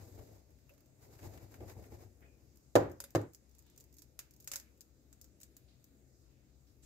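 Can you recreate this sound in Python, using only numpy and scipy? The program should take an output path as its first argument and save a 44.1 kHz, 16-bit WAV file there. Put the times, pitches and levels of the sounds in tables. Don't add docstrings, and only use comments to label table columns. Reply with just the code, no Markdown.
import sys
import numpy as np
from scipy import signal
from scipy.fft import rfft, irfft, next_fast_len
from scipy.io import wavfile

SR = 44100
rng = np.random.default_rng(int(sys.argv[2]) if len(sys.argv) > 2 else 0)


def inscribe(sig):
    pcm = np.round(np.clip(np.atleast_2d(sig).T, -1, 1) * 32767)
    wavfile.write(sys.argv[1], SR, pcm.astype(np.int16))


def attenuation_scalar(level_db):
    decades = np.asarray(level_db, float) / 20
    return 10 ** decades


N = 302085

# f/Hz, level/dB [per Hz]
SLIDE_COLOUR = [(24, -35), (45, -18.5), (101, 0.5), (171, -19), (305, -12.5), (420, -14), (790, -19),
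                (1210, -29.5), (2210, -31), (3400, -39), (7000, -41), (12800, -38), (16000, -42)]
# t/s, level/dB
DRAG = [(0.0, -57.5), (0.37, -60), (0.48, -72), (0.7, -72.5), (0.95, -70.5), (1.05, -62.5), (1.3, -61),
        (2.03, -67), (2.18, -80), (2.3, -69.5), (2.46, -71), (2.62, -99)]
DRAG_MEAN_DB = -60
# t/s, rumble level/dB, grit level/dB [over the rumble]
STROKES = [(0.0, -53.5, -10), (0.196, -51, -13.5), (0.32, -55.5, -18), (0.5, -66.5, -13.5), (0.71, -88, 5),
           (1.04, -69, -1.5), (1.1, -58.5, -24), (1.14, -67, -2.5), (1.2, -62.5, -5), (1.253, -49.5, -10),
           (1.345, -52, -11), (1.431, -56.5, -10), (1.537, -56.5, -9), (1.635, -49, -18),
           (1.699, -54, -8.5), (1.788, -51, -15), (1.851, -54.5, -11.5), (1.939, -53.5, -12.5),
           (2.021, -56, -10.5), (2.23, -61.5, -25)]
STROKE_HOLD_S = 0.0126
# level/dB [at mean drag], share of drag swing, share of grit, rise/(dB/s), fall/(dB/s)
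FRICTION = [
    (-60, 1.3, 0.078, 317, 132),
    (-75.5, 1.4, 1.26, 326, 318),
    (-74.5, 1.5, 1.415, 278, 277),
]
# t/s, peak level/dB
BUMPS = [(1.094, -50), (1.231, -34.5), (1.254, -37.5), (1.403, -44), (1.606, -30), (1.622, -34),
         (1.766, -36.5), (1.801, -49), (1.921, -35.5), (1.938, -46)]
# t/s, peak level/dB, crack level/dB, thud level/dB, boom level/dB
KNOCKS = [
    (2.7540, -11, 5.5, -1, 1.5),
    (2.7608, -9, -0.5, 9, 3),
    (2.773, -24, -21, -5, 0),
    (3.1495, -21, 5.5, 12, 3.5),
    (3.156, -21.5, 6.5, 12.5, 8),
    (3.166, -28, -3, 19, 2),
]
LANDING_END = np.array([-1, 1, -1, -1, 1, -1])
# f/Hz, flat-blow level/dB, edge-blow level/dB, t60/s
BODY = [(107.5, -13.5, -2, 0.22), (152, -24.5, -16, 0.24), (256, -15, -8.5, 0.14), (296, -17.5, -12, .22),
        (343.7, -11.5, 2, 0.12), (374.5, -6.5, -10, 0.16), (476, -14, -34, 0.12), (507, -9, -19, 0.3),
        (535, 0, -15, 0.06), (545.8, 0, -17, 0.12), (660, -17.5, -21.5, 0.05), (700, -26, -12, 0.05),
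        (766.6, -10.5, -4.5, 0.05), (822, -19, -17, 0.21), (830, -17.5, -6, .13), (925, -19.5, -24.5, 0.1),
        (979.5, -16.5, -25, 0.13), (1180, -27, -15, 0.14), (1400, -26, -56, 0.14), (1435, -26.5, -33, .07),
        (1500, -25, -44, .12), (1830, -31.5, -24, 0.13), (1930, -36.5, -31, .12)]
MODE_SPREAD, SPREAD_FULL_HZ = 0.8, 1000
# f/Hz, level/dB [per Hz]
KNOCK_COLOUR = [(24, -47), (45, -33), (105, -12), (150, -21), (200, -23), (290, -5), (540, -1.5), (800, -8),
                (1100, -17.5), (1900, -28.5), (2500, -37.5), (3100, -37), (5000, -44), (8000, -45.5),
                (12000, -47), (16000, -51.5)]
# f/Hz, t60/s
KNOCK_DECAY = [(60, 0.94), (250, 0.52), (700, 0.36), (2000, 0.47), (6000, 0.24), (14000, 0.26)]
# t/s, closing time/s
GRIPS = [
    (2.75, .23),
    (3.15, 0.14),
]
CHOKE_DB, CHOKE_STEEPNESS, CHOKE_FULL_DB = -6, 3.2, -35
# t/s, peak level/dB, body level/dB [re tick], left-right level/dB
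HARD_CHIPS = [(3.003, -31, -19, 1.5), (3.0224, -53, -21, 11), (3.04, -36.5, -15, -3), (3.16, -61, -10, -1),
              (3.1784, -50, -10, 6), (3.215, -50, -10, -3), (4.02, -44.5, -18.5, -5.5),
              (4.1911, -30.5, -17.5, -1.5), (4.203, -52, -10, 8), (4.475, -29, -22.5, 1),
              (4.5162, -28, -18.5, -2), (4.5354, -30.5, -14.5, 2), (4.5576, -30, -22, -5.5),
              (4.538, -39, -13, 2), (4.5645, -39.5, -24, 10), (4.5986, -42.5, -21, 4),
              (4.587, -49, -24, -3), (4.6244, -61, -20, 1.5), (4.8078, -42, -26.5, 3),
              (4.8145, -50.5, -22, -1), (5.1278, -46, -21, -0.5), (5.2135, -43.5, -50.5, 4),
              (5.243, -48, -22, -2.5), (5.412, -52, -22, -1), (5.4146, -45.5, -24, 8),
              (5.4321, -41.5, -20, 0)]
# t/s, peak level/dB, left-right level/dB
SOFT_CHIPS = [(2.898, -55, 2.5), (2.9158, -48.5, 0), (3.1057, -48.5, 1), (3.3342, -48, -1.5),
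              (3.3478, -43, 1), (3.493, -58.5, 2), (3.512, -58.5, -3.5), (3.5503, -52, -0.5),
              (3.5843, -51, 1), (3.5909, -49, -3), (3.6244, -57, 3), (3.665, -57, 4), (3.6995, -54, -3),
              (3.7618, -55, 2), (3.7774, -43.5, -2), (3.801, -47.5, 0), (3.8074, -45, 0.5),
              (3.8402, -52.5, -2), (3.927, -55, -9), (3.9415, -51.5, -4), (3.9677, -49, -7),
              (3.9843, -44, 0), (3.9914, -45.5, -2), (4.3089, -48.5, 0), (4.3375, -51, -1.5),
              (4.3638, -54, 1), (4.4012, -48, 1), (4.4055, -47, 2), (4.4251, -51, -1.5), (4.4441, -47, 0),
              (5.4025, -49, -3.5), (5.5667, -42.5, -2), (5.8423, -50.5, 5)]
# t/s, peak level/dB, body level/dB, left-right level/dB
NAILS = [(0.5055, -57, -21, -4), (0.5871, -61, -16, -16), (0.6937, -51, -12, -3), (0.737, -52.5, -25, -8),
         (0.779, -58.5, -17, -19), (0.806, -53, -22, -6), (0.86, -57, -21, -5), (1.3755, -44.5, -10, 5),
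         (1.5423, -45, -7.5, 1), (1.606, -51.5, -2.5, 2), (1.698, -43.5, -8, -2), (1.8406, -60, 6, 0),
         (1.191, -57.5, 1, 6), (1.23, -53, -4, -3), (1.9212, -57, -8, -7), (2.207, -59, -17, -13),
         (2.558, -52, -39, 1.5), (4.7755, -55, -28, 3), (2.5727, -54, -40, -17)]
SOFT_BODY_DB, HARD_SNAP_DB, SOFT_SNAP_DB, NAIL_SNAP_DB = -29.5, -8, -10, -14
LOUD_DULL = 0.28
# f/Hz, level/dB [per Hz]
CHIP_COLOUR = [(330, -24), (600, -5.5), (1100, -6.5), (1500, -1.5), (2500, -3), (4000, -4.5), (6500, -0.5),
               (9000, 0), (12000, 1.5), (16000, -5)]
# t/s, level/dB
WALL_HITS = [(3.0025, -50.5), (3.0395, -52.5), (4.1906, -60), (4.475, -65), (4.5167, -58.5), (4.534, -67),
             (4.557, -52.5)]
# f/Hz, level/dB, t60/s
WALL = [(559, -5.5, 0.15), (980, -3.5, 0.038), (1423, 2, 0.02), (3650, -5, 0.053), (4900, 0, 0.069),
        (7200, -13, 0.049), (6500, -15, .06), (7800, -18, 0.055), (9550, 3, 0.017), (10900, 2, 0.049),
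        (12350, -14, .05)]
# t/s, length/s, f/Hz, width/Hz, level/dB
RUBS = [(2.215, 0.085, 2000, 1296, -67.5), (2.247, 0.17, 2470, 160, -75), (3.645, 0.23, 3750, 3564, -76.5),
        (.692, 0.03, 2660, 240, -67), (.7, 0.065, 570, 70, -65.5), (4.666, 0.071, 2340, 700, -77),
        (5.673, 0.13, 4340, 3500, -74), (6.664, 0.092, 5450, 3900, -76.5), (6.82, 0.17, 7250, 4200, -65),
        (6.822, 0.12, 10830, 4900, -82)]
# f/Hz, level/dB [per Hz]
ROOM_TONE = [(20, -62), (34, -30), (50, -5), (75, -6.5), (135, -10), (162, -13), (282, -9), (440, -17),
             (600, -20.5), (1000, -32.5), (2000, -33), (5000, -36), (9000, -35), (16000, -38.5)]
ROOM_DB = -68.5
# f/Hz, left-right level/dB
ROOM_BALANCE = [(60, 12.5), (180, 4.5), (550, -1), (1650, 2.5), (4970, -1), (15000, 0)]
# f/Hz, width/Hz, level/dB
HUM = [
    (67.2, 9, -72.5),
    (128.9, 16, -77.5),
]
# f/Hz, correlation
LIKENESS = [(60, 0.97), (300, .88), (700, 0.0066), (1500, 0.11), (5000, 0.015), (14000, 0.13)]
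# f/Hz, level/dB
MIC_COLOUR = [(2600, -2.5), (3050, -6.5), (3400, -5.5), (3800, -1.5), (4400, -2), (4950, 2.5), (5600, -0.5),
              (6800, 4.5), (7900, 0.5), (8700, -7.5), (10900, -5.5), (11800, -0.5), (15700, -0.5),
              (15900, -42.5)]
BAND_HZ = 30 * 2 ** (np.arange(19) / 2)


def slide():
    rumble, scuff, hiss = [friction_db(*layer) for layer in FRICTION]
    grain_db = 1.33 * drift(60.0)
    lean = np.array([[.4], [-.4]])

    def envelope(hz):
        if hz < 950:
            level_db = rumble + 0.5
        elif hz < 3400:
            level_db = scuff + 12.5
        else:
            level_db = hiss + 17.13
        return attenuation_scalar(level_db + lean * at_hz(ROOM_BALANCE, hz) + grain_db + 0.78 * drift(33.0))
    return noise_bands(SLIDE_COLOUR, envelope, -0.000073)


def friction_db(mean_db, follows, gritty, rise_db_per_s, fall_db_per_s):
    t = np.arange(0, 3, .001)
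    s, peak_db, grit_db = np.transpose(STROKES)[:, :, None]
    drag_db = mean_db + follows * (np.interp(t, *np.transpose(DRAG), right=-120) - DRAG_MEAN_DB)
    slope = np.where(t < s, rise_db_per_s, fall_db_per_s)
    stroke_db = peak_db + gritty * grit_db - slope * np.maximum(abs(t - s) - STROKE_HOLD_S, 0)
    return np.interp(np.arange(N) / SR, t, np.maximum(drag_db, stroke_db.max(axis=0)))


def bumps():
    s, peak_db = np.transpose(BUMPS)
    mid, side = body(s, attenuation_scalar(peak_db - 16.0), True, 660)
    mid = mid + contact(s, attenuation_scalar(peak_db - 38.5), 487, 0.012)
    return placed(mid, -0.46, -0.000082) + side * [[1], [-1]]


def knocks():
    s, peak_db, crack_db, thud_db, boom_db = np.transpose(KNOCKS)

    def envelope(hz):
        bright = np.clip(np.log2(hz / 800) / 1.6, 0, 1)
        low_db = thud_db * (hz < 200) + boom_db * (200 < hz < 400)
        blow = clicks(s, attenuation_scalar(peak_db + bright * crack_db + low_db))
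        rattle = attenuation_scalar(-10.0 + 11.0 * bright) * dying(blow, 0.03)
        room = attenuation_scalar(-20.0 + 3.0 * bright) * dying(blow, at_hz(KNOCK_DECAY, hz))
        swell = np.exp(-2 * np.pi * min(hz / 3.8, 2000) / SR)
        return signal.lfilter([1 - swell], [1, -swell], room + rattle)
    push = contact(s, LANDING_END * attenuation_scalar(peak_db + 0.05 * crack_db - 22.5), 600, 0.0085)
    mid, side = body(s, attenuation_scalar(peak_db - 6.5), s > 3, 2000)
    struck = placed(mid + push, -1.0, -0.000062) + side * [[1], [-1]]
    return grip() * (struck + noise_bands(KNOCK_COLOUR, envelope, -0.000063))


def body(times, sizes, on_edge, contact_hz):
    luck = rng.normal(0, 1, (len(times), len(BODY)))
    lean = rng.choice([-1, 1], len(BODY))
    out = 0
    for k, (hz, flat_db, edge_db, t60) in enumerate(BODY):
        level_db = np.where(on_edge, edge_db, flat_db) + 0.5 * luck[:, k]
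        side = lean[k] * MODE_SPREAD * min(hz / SPREAD_FULL_HZ, 1) ** 2
        mode = ring(clicks(times, sizes * attenuation_scalar(level_db)), hz, t60)
        out = out + (-1) ** k * mode * np.array([[1], [side]])
    return signal.sosfilt(signal.butter(2, contact_hz, fs=SR, output="sos"), out)


def contact(times, sizes, hz, t60):
    swing = ring(ring(clicks(times, sizes), hz, t60), hz, t60)
    return signal.sosfilt(signal.butter(2, 200, "high", fs=SR, output="sos"), swing)


def grip():
    t, db = np.arange(N) / SR, np.zeros(N)
    for start, close_s in GRIPS:
        since = np.maximum(t - start, 0) / close_s
        choke_db = np.maximum(CHOKE_DB * since ** CHOKE_STEEPNESS, CHOKE_FULL_DB)
        db = np.where(t >= start, choke_db, db)
    return attenuation_scalar(db)


def ticks():
    s, peak_db, body_db, snap_db, pan_db = tick_rows()
    luck = rng.normal(0, 1, (len(s), len(BAND_HZ)))
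    is_nail = np.arange(len(s)) >= len(s) - len(NAILS)
    body_db = np.where(is_nail, body_db, np.minimum(body_db, -10))
    soft_db = np.minimum(peak_db + 31.5, 0)

    def strike(db):
        return np.array([clicks(s, attenuation_scalar(db + side * pan_db / 2)) for side in (1, -1)])

    def envelope(hz):
        if hz < 400:
            return 0
        db = peak_db + 1.77 * luck[:, np.searchsorted(BAND_HZ, hz)]
        db = db + np.clip(np.log2(4500 / hz), 0, 1) * (body_db + 13.5)
        if 3400 < hz < 11000:
            db = db + snap_db + 6.0
        elif hz > 11000:
            db = db - 0.8 * ~is_nail * (snap_db + 6.0)
        if hz > 11000:
            db = db - LOUD_DULL * np.maximum(peak_db + 51, 0)
        hit, pan = strike(db), strike(db + 0.27 * soft_db)
        tick = attenuation_scalar(-8.5) * dying(hit, 0.0046) + attenuation_scalar(-16.5) * dying(hit, 0.021)
        scatter = attenuation_scalar(-11.5) * dying(pan, 0.057)
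        room_db = -24 - 2.0 * np.log2(max(hz, 1500) / 5000)
        return tick + scatter + attenuation_scalar(room_db) * dying(hit, 0.95 * at_hz(KNOCK_DECAY, hz))
    return noise_bands(CHIP_COLOUR, envelope, -.00013)


def tick_rows():
    hard = [(s, db, body_db, HARD_SNAP_DB, pan_db) for s, db, body_db, pan_db in HARD_CHIPS]
    soft = [(s, db, SOFT_BODY_DB, SOFT_SNAP_DB, pan_db) for s, db, pan_db in SOFT_CHIPS]
    nails = [(s, db, body_db, NAIL_SNAP_DB, pan_db) for s, db, body_db, pan_db in NAILS]
    return np.transpose(hard + soft + nails)


def wall():
    s, hit_db = np.transpose(WALL_HITS)
    luck = rng.normal(0, 1, (len(s), len(WALL)))
    rings = 0
    for k, (hz, db, t60) in enumerate(WALL):
        rings = rings + ring(clicks(s, attenuation_scalar(hit_db + db + 2 * luck[:, k])), hz, t60)
    return placed(rings, -1.0, -0.00001)


def rubs():
    t, out = np.arange(N) / SR, 0
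    white = rng.standard_normal((2, N))
    for start, length, hz, width, db in RUBS:
        stroke = np.interp(t, [start, start + 0.097 * length, start + length], [0, 1, 0])
        out = out + attenuation_scalar(db) * stroke * rms_one(ring(white, hz, 5.2 / width))
    return out


def room_tone():
    lean = np.array([[.5], [-.5]])

    def envelope(hz):
        return attenuation_scalar(ROOM_DB + lean * at_hz(ROOM_BALANCE, hz) + 1.84 * drift(3.0))
    air = noise_bands(ROOM_TONE, envelope, 0.00012)
    white = rng.standard_normal(N)
    drone = sum(attenuation_scalar(db) * rms_one(ring(white, hz, 6.0 / width)) for hz, width, db in HUM)
    return air + placed(drone, 12.0, .0001)


def noise_bands(colour, envelope, lag_s=0):
    size = next_fast_len(N)
    hz = np.maximum(np.fft.rfftfreq(size, 1 / SR), 1)
    colour_gain = attenuation_scalar(at_hz(colour, hz) + at_hz(MIC_COLOUR, hz))
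    mid, side = rfft(rng.standard_normal((2, size))) * colour_gain
    alike = np.clip(at_hz(LIKENESS, hz), -1, 1)
    pair = np.sqrt(1 + alike) * mid + np.sqrt(1 - alike) * side * [[1], [-1]]
    pair = pair * size / np.sqrt(np.sum(abs(pair) ** 2))
    pair = pair * np.exp(-2j * np.pi * hz * lag_s * np.array([[0], [1]]))
    held_hz = np.clip(hz, BAND_HZ[0], BAND_HZ[-1])
    out = 0
    for centre in BAND_HZ:
        share = np.clip(1 - 2 * abs(np.log2(held_hz / centre)), 0, 1)
        out = out + irfft(pair * share, size)[:, :N] * envelope(centre)
    return out


def placed(x, pan_db, lag_s):
    late = np.interp(np.arange(N) - lag_s * SR, np.arange(N), x)
    return np.array([x * attenuation_scalar(pan_db / 2), late * attenuation_scalar(-pan_db / 2)])


def ring(x, hz, t60):
    r, w = attenuation_scalar(-60 / (t60 * SR)), 2 * np.pi * hz / SR
    return signal.lfilter([0, np.sin(w)], [1, -2 * r * np.cos(w), r * r], x)


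def dying(x, t60):
    return np.sqrt(signal.lfilter([1], [1, -attenuation_scalar(-120 / (t60 * SR))], x ** 2 + 1e-30))


def clicks(times, sizes):
    out = np.full(N, 1e-18)
    np.add.at(out, np.round(np.asarray(times) * SR).astype(int), sizes)
    return out


def drift(rate):
    r = np.exp(-80 * np.pi * rate / SR)
    slow = signal.lfilter([1], [1, -2 * r, r * r], rng.standard_normal(N // 40 + 2002))[2000:]
    return np.interp(np.arange(N) / 40, np.arange(len(slow)), rms_one(slow))


def at_hz(points, hz):
    point_hz, values = np.transpose(points)
    return np.interp(np.log(hz), np.log(point_hz), values)


def rms_one(x):
    return x / np.sqrt(np.mean(x ** 2) + 1e-20)


def scene():
    return slide() + bumps() + knocks() + ticks() + wall() + rubs() + room_tone()


def roll_off(x):
    return signal.sosfilt(signal.butter(12, 16820, fs=SR, output="sos"), x)


def record(dry):
    cut = signal.sosfilt(signal.cheby2(10, 60, 16900, fs=SR, output="sos"), dry)
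    cut = signal.sosfilt(signal.butter(2, 36, "high", fs=SR, output="sos"), cut)
    return roll_off(cut)


dry = scene()
out = record(dry)
inscribe(out)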